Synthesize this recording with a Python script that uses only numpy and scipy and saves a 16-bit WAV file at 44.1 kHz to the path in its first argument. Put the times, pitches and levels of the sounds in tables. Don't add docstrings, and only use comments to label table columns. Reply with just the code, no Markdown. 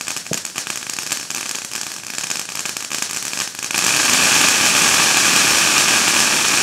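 import sys
import numpy as np
from scipy import signal
from scipy.fft import rfft, irfft
from scipy.io import wavfile

SR = 44100
rng = np.random.default_rng(int(sys.argv[2]) if len(sys.argv) > 2 else 0)


def int16_out(signal):
    q = np.round(np.clip(np.atleast_2d(signal).T, -1, 1) * 32767)
    wavfile.write(sys.argv[1], SR, q.astype(np.int16))


def makeup_ratio(level_db):
    decades = np.asarray(level_db, float) / 20
    return 10 ** decades


N = 291942
BURST_SAMPLES = 200
BRIGHT_SPREAD_DB = 2.5

# (time [s], level [dB], rate [bursts/s])
SWARM_CURVE = [
    (3.74, -20.5, 40),
    (3.9, -23, 220),
    (4.15, -21.5, 750),
    (5.1, -21, 836),
    (5.14, -21, 250),
    (5.18, -21, 795),
    (5.9, -22, 820),
    (6.27, -21.5, 650),
    (6.62, -23, 680),
]
# (frequency [Hz], density [dB per Hz])
BRIGHT_COLOUR = [(40, -40), (90, -28), (200, -10), (320, -11.5), (520, -10), (1200, -10), (1650, -3.5),
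                 (2000, -9), (2450, -7.5), (3600, -7), (5300, 1.5), (7200, -0.5), (10500, -8), (13500, -18),
                 (16000, -25)]


def in_time(rows, s):
    times, *columns = np.transpose(rows)
    return [np.interp(s, times, c) for c in columns]


def coloured(noise, spectrum):
    hz = np.maximum(np.fft.rfftfreq(len(noise), 1 / SR), 1)
    point_hz, point_db = np.transpose(spectrum)
    gain = makeup_ratio(np.interp(np.log(hz), np.log(point_hz), point_db))
    out = irfft(rfft(noise) * gain, len(noise))
    return out / np.std(out)


def ring(x, hz, t60):
    r = makeup_ratio(-60 / (t60 * SR))
    w = 2 * np.pi * hz / SR
    return signal.lfilter([0, np.sin(w)], [1, -2 * r * np.cos(w), r * r], x + 1e-18)


def band(x, low_hz, high_hz):
    return signal.sosfilt(signal.butter(2, [low_hz, high_hz], "band", fs=SR, output="sos"), x)


def lay(s, shapes):
    out = np.zeros(N + BURST_SAMPLES)
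    starts = np.round(s * SR).astype(int)[:, None]
    np.add.at(out, starts + np.arange(shapes.shape[1]), shapes)
    return out[:N]


def night_air():
    # (frequency [Hz], density [dB per Hz])
    traffic_colour = [(20, -7), (60, 1.5), (200, -2), (600, -14), (2000, -37), (16000, -45)]
    return makeup_ratio(-47) * coloured(rng.standard_normal(N), traffic_colour)


def thud():
    # (frequency [Hz], level [dB], t60 [s])
    blow_modes = [(169, 5, 0.037), (328, -1, 0.038), (457, 2, 0.032), (650, -1, .04)]
    start_s, echo_s = 0.3122, 0.031
    level_db = -15 + np.array([[0], [-10]])
    blow = lay(start_s + np.array([0, echo_s]), -makeup_ratio(level_db) * np.hanning(40) / 20)
    age = np.arange(N) / SR - start_s - 0.01
    fade = (age > 0) * makeup_ratio(-19 - 60 * np.maximum(age, 0) / 0.33)
    out = band(rng.standard_normal(N), 120, 700) * fade
    for k, (hz, db, t60) in enumerate(blow_modes):
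        out = out + (-1) ** k * makeup_ratio(db) * ring(blow, hz, t60)
    return out


def jet():
    # (time [s], level [dB])
    hiss_curve = [
        (0.0, -23.5),
        (0.13, -25),
        (0.38, -25.5),
        (1.95, -23),
        (2.15, -37),
        (2.65, -23),
        (2.94, -29),
        (3.3, -18.5),
        (3.7, -32),
    ]
    level_db, = in_time(hiss_curve, np.arange(N) / SR)
    return makeup_ratio(level_db - 13) * coloured(rng.standard_normal(N), BRIGHT_COLOUR)


def wash(clicks):
    # (from [Hz], to [Hz], t60 [s], level [dB])
    decay_bands = [(10, 990, 0.15, -9.5), (980, 3980, 0.21, -10.5), (4020, 9400, 0.15, -13.5),
                   (8900, 30000, 0.053, -15)]
    s = np.arange(SR // 2) / SR
    noise = rfft(coloured(rng.standard_normal(N), BRIGHT_COLOUR))
    hz = np.fft.rfftfreq(N, 1 / SR)
    rise = 1 - np.exp(-np.maximum(s - 0.003, 0) / 0.0011)
    after = np.maximum(s - 0.04, 0)
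    late = makeup_ratio(-41 - 60 * s / 0.38)
    out = 0
    for low_hz, high_hz, t60, db in decay_bands:
        tail = rise * (makeup_ratio(-60 * after / t60) + late)
        share = 1 / (1 + (hz / high_hz) ** 8) - 1 / (1 + (hz / low_hz) ** 8)
        power = np.maximum(signal.fftconvolve(clicks ** 2, tail ** 2)[:N], 0)
        out = out + makeup_ratio(db) * np.sqrt(power) * irfft(noise * share, N)
    return out


def with_ground(rows):
    lag_ms = 2.9 - 0.05 * rows[:, 2] + 0.452 * rng.standard_normal(len(rows))
    return np.c_[rows, np.clip(lag_ms, 1.0, 4.0)]


def with_side_echo(rows):
    chance = rng.random((len(rows), 2))
    lag_s = 0.004 + 0.006 * chance[:, 0]
    loss_db = -19 + 8 * chance[:, 1]
    echo = rows + np.c_[lag_s, loss_db, np.zeros((len(rows), 2))]
    return np.vstack([rows, echo])


def faint_bursts():
    # (time [s], level [dB])
    fainter_bursts = [(.0896, -31), (.2542, -32), (.2732, -35), (.4756, -30), (.5469, -34), (.5866, -30),
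                      (.601, -30), (1.097, -30), (1.1587, -29), (1.2515, -30), (1.3572, -27), (1.4504, -31),
                      (1.4702, -30), (1.4973, -29), (1.5643, -28), (1.7229, -30), (1.8795, -32),
                      (1.9027, -32), (1.9834, -28.5), (2.0472, -31), (2.4232, -31), (2.6841, -28),
                      (2.7211, -33), (2.9568, -30), (3.0734, -32), (3.1838, -29), (3.3059, -29), (3.345, -30),
                      (3.4317, -34), (3.5217, -33)]
    s = np.arange(N) / SR
    born = (rng.random(N) < 15 / SR) & (s < SWARM_CURVE[0][0])
    faintest = np.c_[s[born], -41 + 3 * rng.standard_normal(N)[born]]
    rows = np.vstack([fainter_bursts, faintest])
    bright_db = 6.5 + BRIGHT_SPREAD_DB * rng.standard_normal(len(rows))
    return with_ground(np.c_[rows, bright_db])


def single_stars():
    # (time [s], level [dB],
    # brightness [dB])
    volleys = [(.01, -20, 7), (0.0691, -25.5, 8), (0.081, -17.5, 10), (0.1045, -18, 5),
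               (.1154, -26, 11), (0.1649, -18.5, 8), (0.1724, -23.5, 12), (.179, -29, 12),
               (0.265, -24.5, 7), (0.3312, -18.5, 13.5), (0.342, -19, 11), (0.3745, -24, 13),
               (0.3786, -22, 9), (.4508, -23.5, 14.5), (0.464, -25, 11), (.4987, -30, 9),
               (0.5586, -21.5, 10), (.567, -25, 2), (.5805, -15, 9), (.67, -19, 6),
               (.702, -16.5, 8.5), (0.7286, -25, 1.5), (0.7573, -22, 11), (0.7734, -22.5, 10),
               (0.8122, -26, 7), (.8284, -23.5, 10), (.867, -22.5, 3), (.896, -19.5, 13),
               (.9346, -22, 9), (0.965, -25.5, 12),
               (.987, -16.5, 5.5), (1.021, -25, 9), (1.032, -25.5, 14), (1.064, -20.5, 8),
                      (1.0724, -24, 7), (1.107, -21, 11), (1.1189, -14, 8.5), (1.1262, -19.5, 13.5),
                      (1.1717, -21.5, 12), (1.1975, -23.5, 9), (1.2112, -28, 11), (1.229, -25, 8),
                      (1.3036, -21.5, 10.5), (1.3134, -23, 11.5), (1.347, -21.5, 14), (1.3622, -22, 10),
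                      (1.3724, -23, 10), (1.381, -20.5, 8), (1.4093, -21.5, 9), (1.4292, -22, 6),
                      (1.457, -23.5, 7), (1.4613, -22.5, 7), (1.4918, -24.5, 14.5), (1.511, -19.5, 10),
                      (1.549, -20.5, 5.5), (1.5535, -22.5, 13.5), (1.5854, -25, 10), (1.6188, -26, 7),
                      (1.647, -22, 11),
               (1.7146, -27, 11), (1.7343, -23, 12), (1.752, -20.5, 9), (1.7603, -20, 9),
                     (1.779, -26, 6), (1.8123, -23, 15), (1.832, -21.5, 7), (1.8664, -20, 6.5),
                     (1.9166, -22.5, 11.5), (1.9387, -28, 10), (1.963, -24.5, 10), (1.999, -31, 8),
                     (2.0348, -29, 7.5), (2.0655, -25.5, 12), (2.082, -29, 9), (2.1016, -21.5, 7.5),
                     (2.1362, -21.5, 9.5), (2.149, -25.5, 11), (2.1829, -16.5, 9), (2.21, -22.5, 11),
                     (2.2351, -22.5, 10), (2.2405, -19.5, 7), (2.2687, -21.5, 5.5), (2.3017, -19, 10),
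                     (2.313, -16.5, 9.5), (2.356, -19, 8), (2.37, -21, 8), (2.3945, -20, 12),
                     (2.414, -24, 11), (2.4535, -28, 13),
               (2.4895, -22.5, 5), (2.5009, -26.5, 8.5), (2.52, -24.5, 8), (2.553, -20.5, 12.5),
                      (2.5723, -21, 5), (2.5922, -19, 8.5), (2.605, -24, 13), (2.6543, -18, 6),
                      (2.6593, -18.5, 8), (2.6929, -18.5, 10.5), (2.7673, -17, 10), (2.8054, -24, 8),
                      (2.8246, -21.5, 9.5), (2.8474, -22.5, 12), (2.9043, -25, 10), (2.9166, -19, 6),
                      (2.9311, -21, 9), (2.9455, -15.5, 8), (2.9835, -17.5, 8), (3.0226, -12.5, 7.5),
                      (3.0928, -24.5, 8), (3.0978, -26, 7), (3.1093, -21.5, 11), (3.1311, -21, 9),
                      (3.1454, -22, 8), (3.1628, -21, 10), (3.1708, -18.5, 10),
               (3.2252, -21, 11.5), (3.2513, -20.5, 10), (3.2668, -24, 11), (3.28, -22, 10),
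                     (3.317, -26, 4), (3.3334, -16, 5.5), (3.3555, -25, -2), (3.3738, -19.5, 6),
                     (3.389, -20, 8), (3.401, -15, 8), (3.411, -16.5, 1.5), (3.4175, -18, 4),
                     (3.4751, -20.5, 9), (3.549, -23, 7.5), (3.589, -21, 7.5), (3.6272, -19.5, 6),
                     (3.6439, -18, 8.5), (3.661, -23.5, 5), (3.708, -16, 8), (3.7335, -23, 3)]
    last_stage_catches = [(3.7443, -21, 9), (3.7497, -17, 1), (3.7594, -14.5, 5), (3.7784, -12.5, 11),
                          (3.7896, -13.5, 8), (3.811, -23, 9), (3.8232, -14.5, 3), (3.8405, -14, 8),
                          (3.846, -14.5, 8), (3.8644, -9.5, 4.5), (3.881, -11.5, 1.5), (3.891, -14, 6),
                          (3.9066, -17, 6), (3.9244, -19.5, 13), (3.947, -16, 4), (3.9629, -12, 8),
                          (3.9704, -13, 6), (3.9993, -11.5, 3), (4.0174, -23, 15), (4.031, -15, -3),
                          (4.0503, -16, 13), (4.059, -15, 3), (4.0958, -10.5, 5)]
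    rows = np.vstack([volleys,
                      last_stage_catches])
    return with_side_echo(with_ground(rows))


def swarm():
    s = np.arange(N) / SR
    level_db, per_s = in_time(SWARM_CURVE, s)
    born = (rng.random(N) < per_s / SR) & (s > SWARM_CURVE[0][0])
    chance = rng.standard_normal((3, N))[:, born]
    burst_db = level_db[born] + 3.2 * chance[0]
    bright_db = BRIGHT_SPREAD_DB * chance[1]
    ground_ms = np.clip(2.1 + 0.46 * chance[2], 1.2, 3.2)
    return np.transpose([s[born], burst_db, bright_db, ground_ms])


def loudest_stars():
    # (time [s], level [dB])
    standouts = [(4.133, -7.5), (4.2376, -15), (4.2929, -15.5), (4.3185, -15), (4.3412, -17), (4.351, -13),
                 (4.4135, -11.5), (4.4849, -7), (4.5802, -16), (4.662, -10), (4.7656, -12), (4.8186, -11),
                 (4.9434, -14), (5.0216, -22), (5.0738, -17), (5.1701, -8), (5.2533, -10), (5.3618, -7),
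                 (5.4029, -20), (5.584, -13), (5.7798, -8), (5.8821, -10), (6.0799, -9.5), (6.1409, -15),
                 (6.1915, -12.5), (6.2028, -9), (6.3085, -14), (6.4833, -14), (6.54, -20), (6.5735, -13)]
    return with_ground(np.c_[standouts, np.full(len(standouts), 5.3)])


def cracks(rows):
    # (lag [ms], gain [1])
    near_echoes = [(0, 0.64), (0.372, 0.49), (0.547, -0.53), (0.762, 0.95), (1.061, -0.068), (1.212, 0.88),
                   (1.402, -0.039), (1.639, 0.59), (3.001, -0.58)]
    # (frequency [Hz], level [dB], t60 [s])
    housing_modes = [(3026, -2, 0.005), (2521, 3, 0.0078), (1690, -6.5, 0.016), (1215, -10, 0.019),
                     (853, -17.5, 0.016)]
    s, level_db, bright_db, ground_ms = rows.T[:, :, None]
    start_s = s[:, 0]
    ms = np.arange(BURST_SAMPLES) * 1000 / SR
    lag, gain = np.transpose(near_echoes)
    count = len(lag)
    lag_chance = rng.standard_normal((len(rows), count))
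    gain_chance = rng.standard_normal((len(rows), count))
    rough = rng.standard_normal((len(rows), BURST_SAMPLES))
    direction = rng.standard_normal((len(rows), len(housing_modes)))

    shock = np.zeros((len(rows), BURST_SAMPLES))
    for k in range(count):
        echo_ms = lag[k] * (1 + 0.035 * lag_chance[:, [k]])
        age = np.maximum(ms - echo_ms, -1e-9) / 0.1
        pulse = (age >= 0) * (1 - age) * np.exp(-0.8 * age)
        shock -= gain[k] * makeup_ratio(1.76 * gain_chance[:, [k]]) * pulse
    shocks = lay(start_s - 0.00007, makeup_ratio(level_db + 9.5) * shock)
    dull = signal.lfilter(*signal.butter(2, 6500, fs=SR), shocks)

    share_db = 3.5 * np.clip(direction, -2, 1.5)
    for k, (hz, db, t60) in enumerate(housing_modes):
        hits = lay(start_s, makeup_ratio(level_db + db + share_db[:, [k]]))
        dull = dull - ring(hits, hz, t60)

    swell = np.clip((ms - 0.6) / 0.15, 0, 1) * np.exp(-np.maximum(ms - ground_ms, 0) / 0.73)
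    mirror = 2.2 * np.exp(-((ms - ground_ms + 0.066) / 0.057) ** 2)
    scatter = lay(start_s, makeup_ratio(level_db + bright_db + 2) * (swell * rough + mirror))
    bright = band(scatter, 4940, 7720)
    bright = bright + makeup_ratio(-10.5) * band(scatter, 11600, 12300)
    bright = bright + makeup_ratio(-24) * ring(scatter, 5370, 0.0061)

    clicks = lay(start_s, makeup_ratio(level_db))
    push = -makeup_ratio(-1) * ring(clicks, 177, 0.0053)
    return dull + bright + push, clicks


def scene():
    bursts = np.vstack([faint_bursts(), single_stars(), swarm(), loudest_stars()])
    direct, clicks = cracks(bursts)
    return (night_air() + thud() + jet() + wash(clicks) + direct)[None]


def top_cut(x):
    return signal.sosfilt(signal.butter(12, 16820, fs=SR, output="sos"), x)


def record(dry):
    x = signal.sosfilt(signal.butter(3, 110, "high", fs=SR, output="sos"), dry)
    x = x - 0.32 * band(x, 4580, 5400)
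    x = x - 0.17 * band(x, 9600, 10600)
    ceiling = 0.66
    x = x / (1 + (x / ceiling) ** 4) ** 0.25
    x = signal.sosfilt(signal.ellip(12, 0.5, 80, 15740, fs=SR, output="sos"), x)
    return top_cut(x)


dry = scene()
out = record(dry)
int16_out(out)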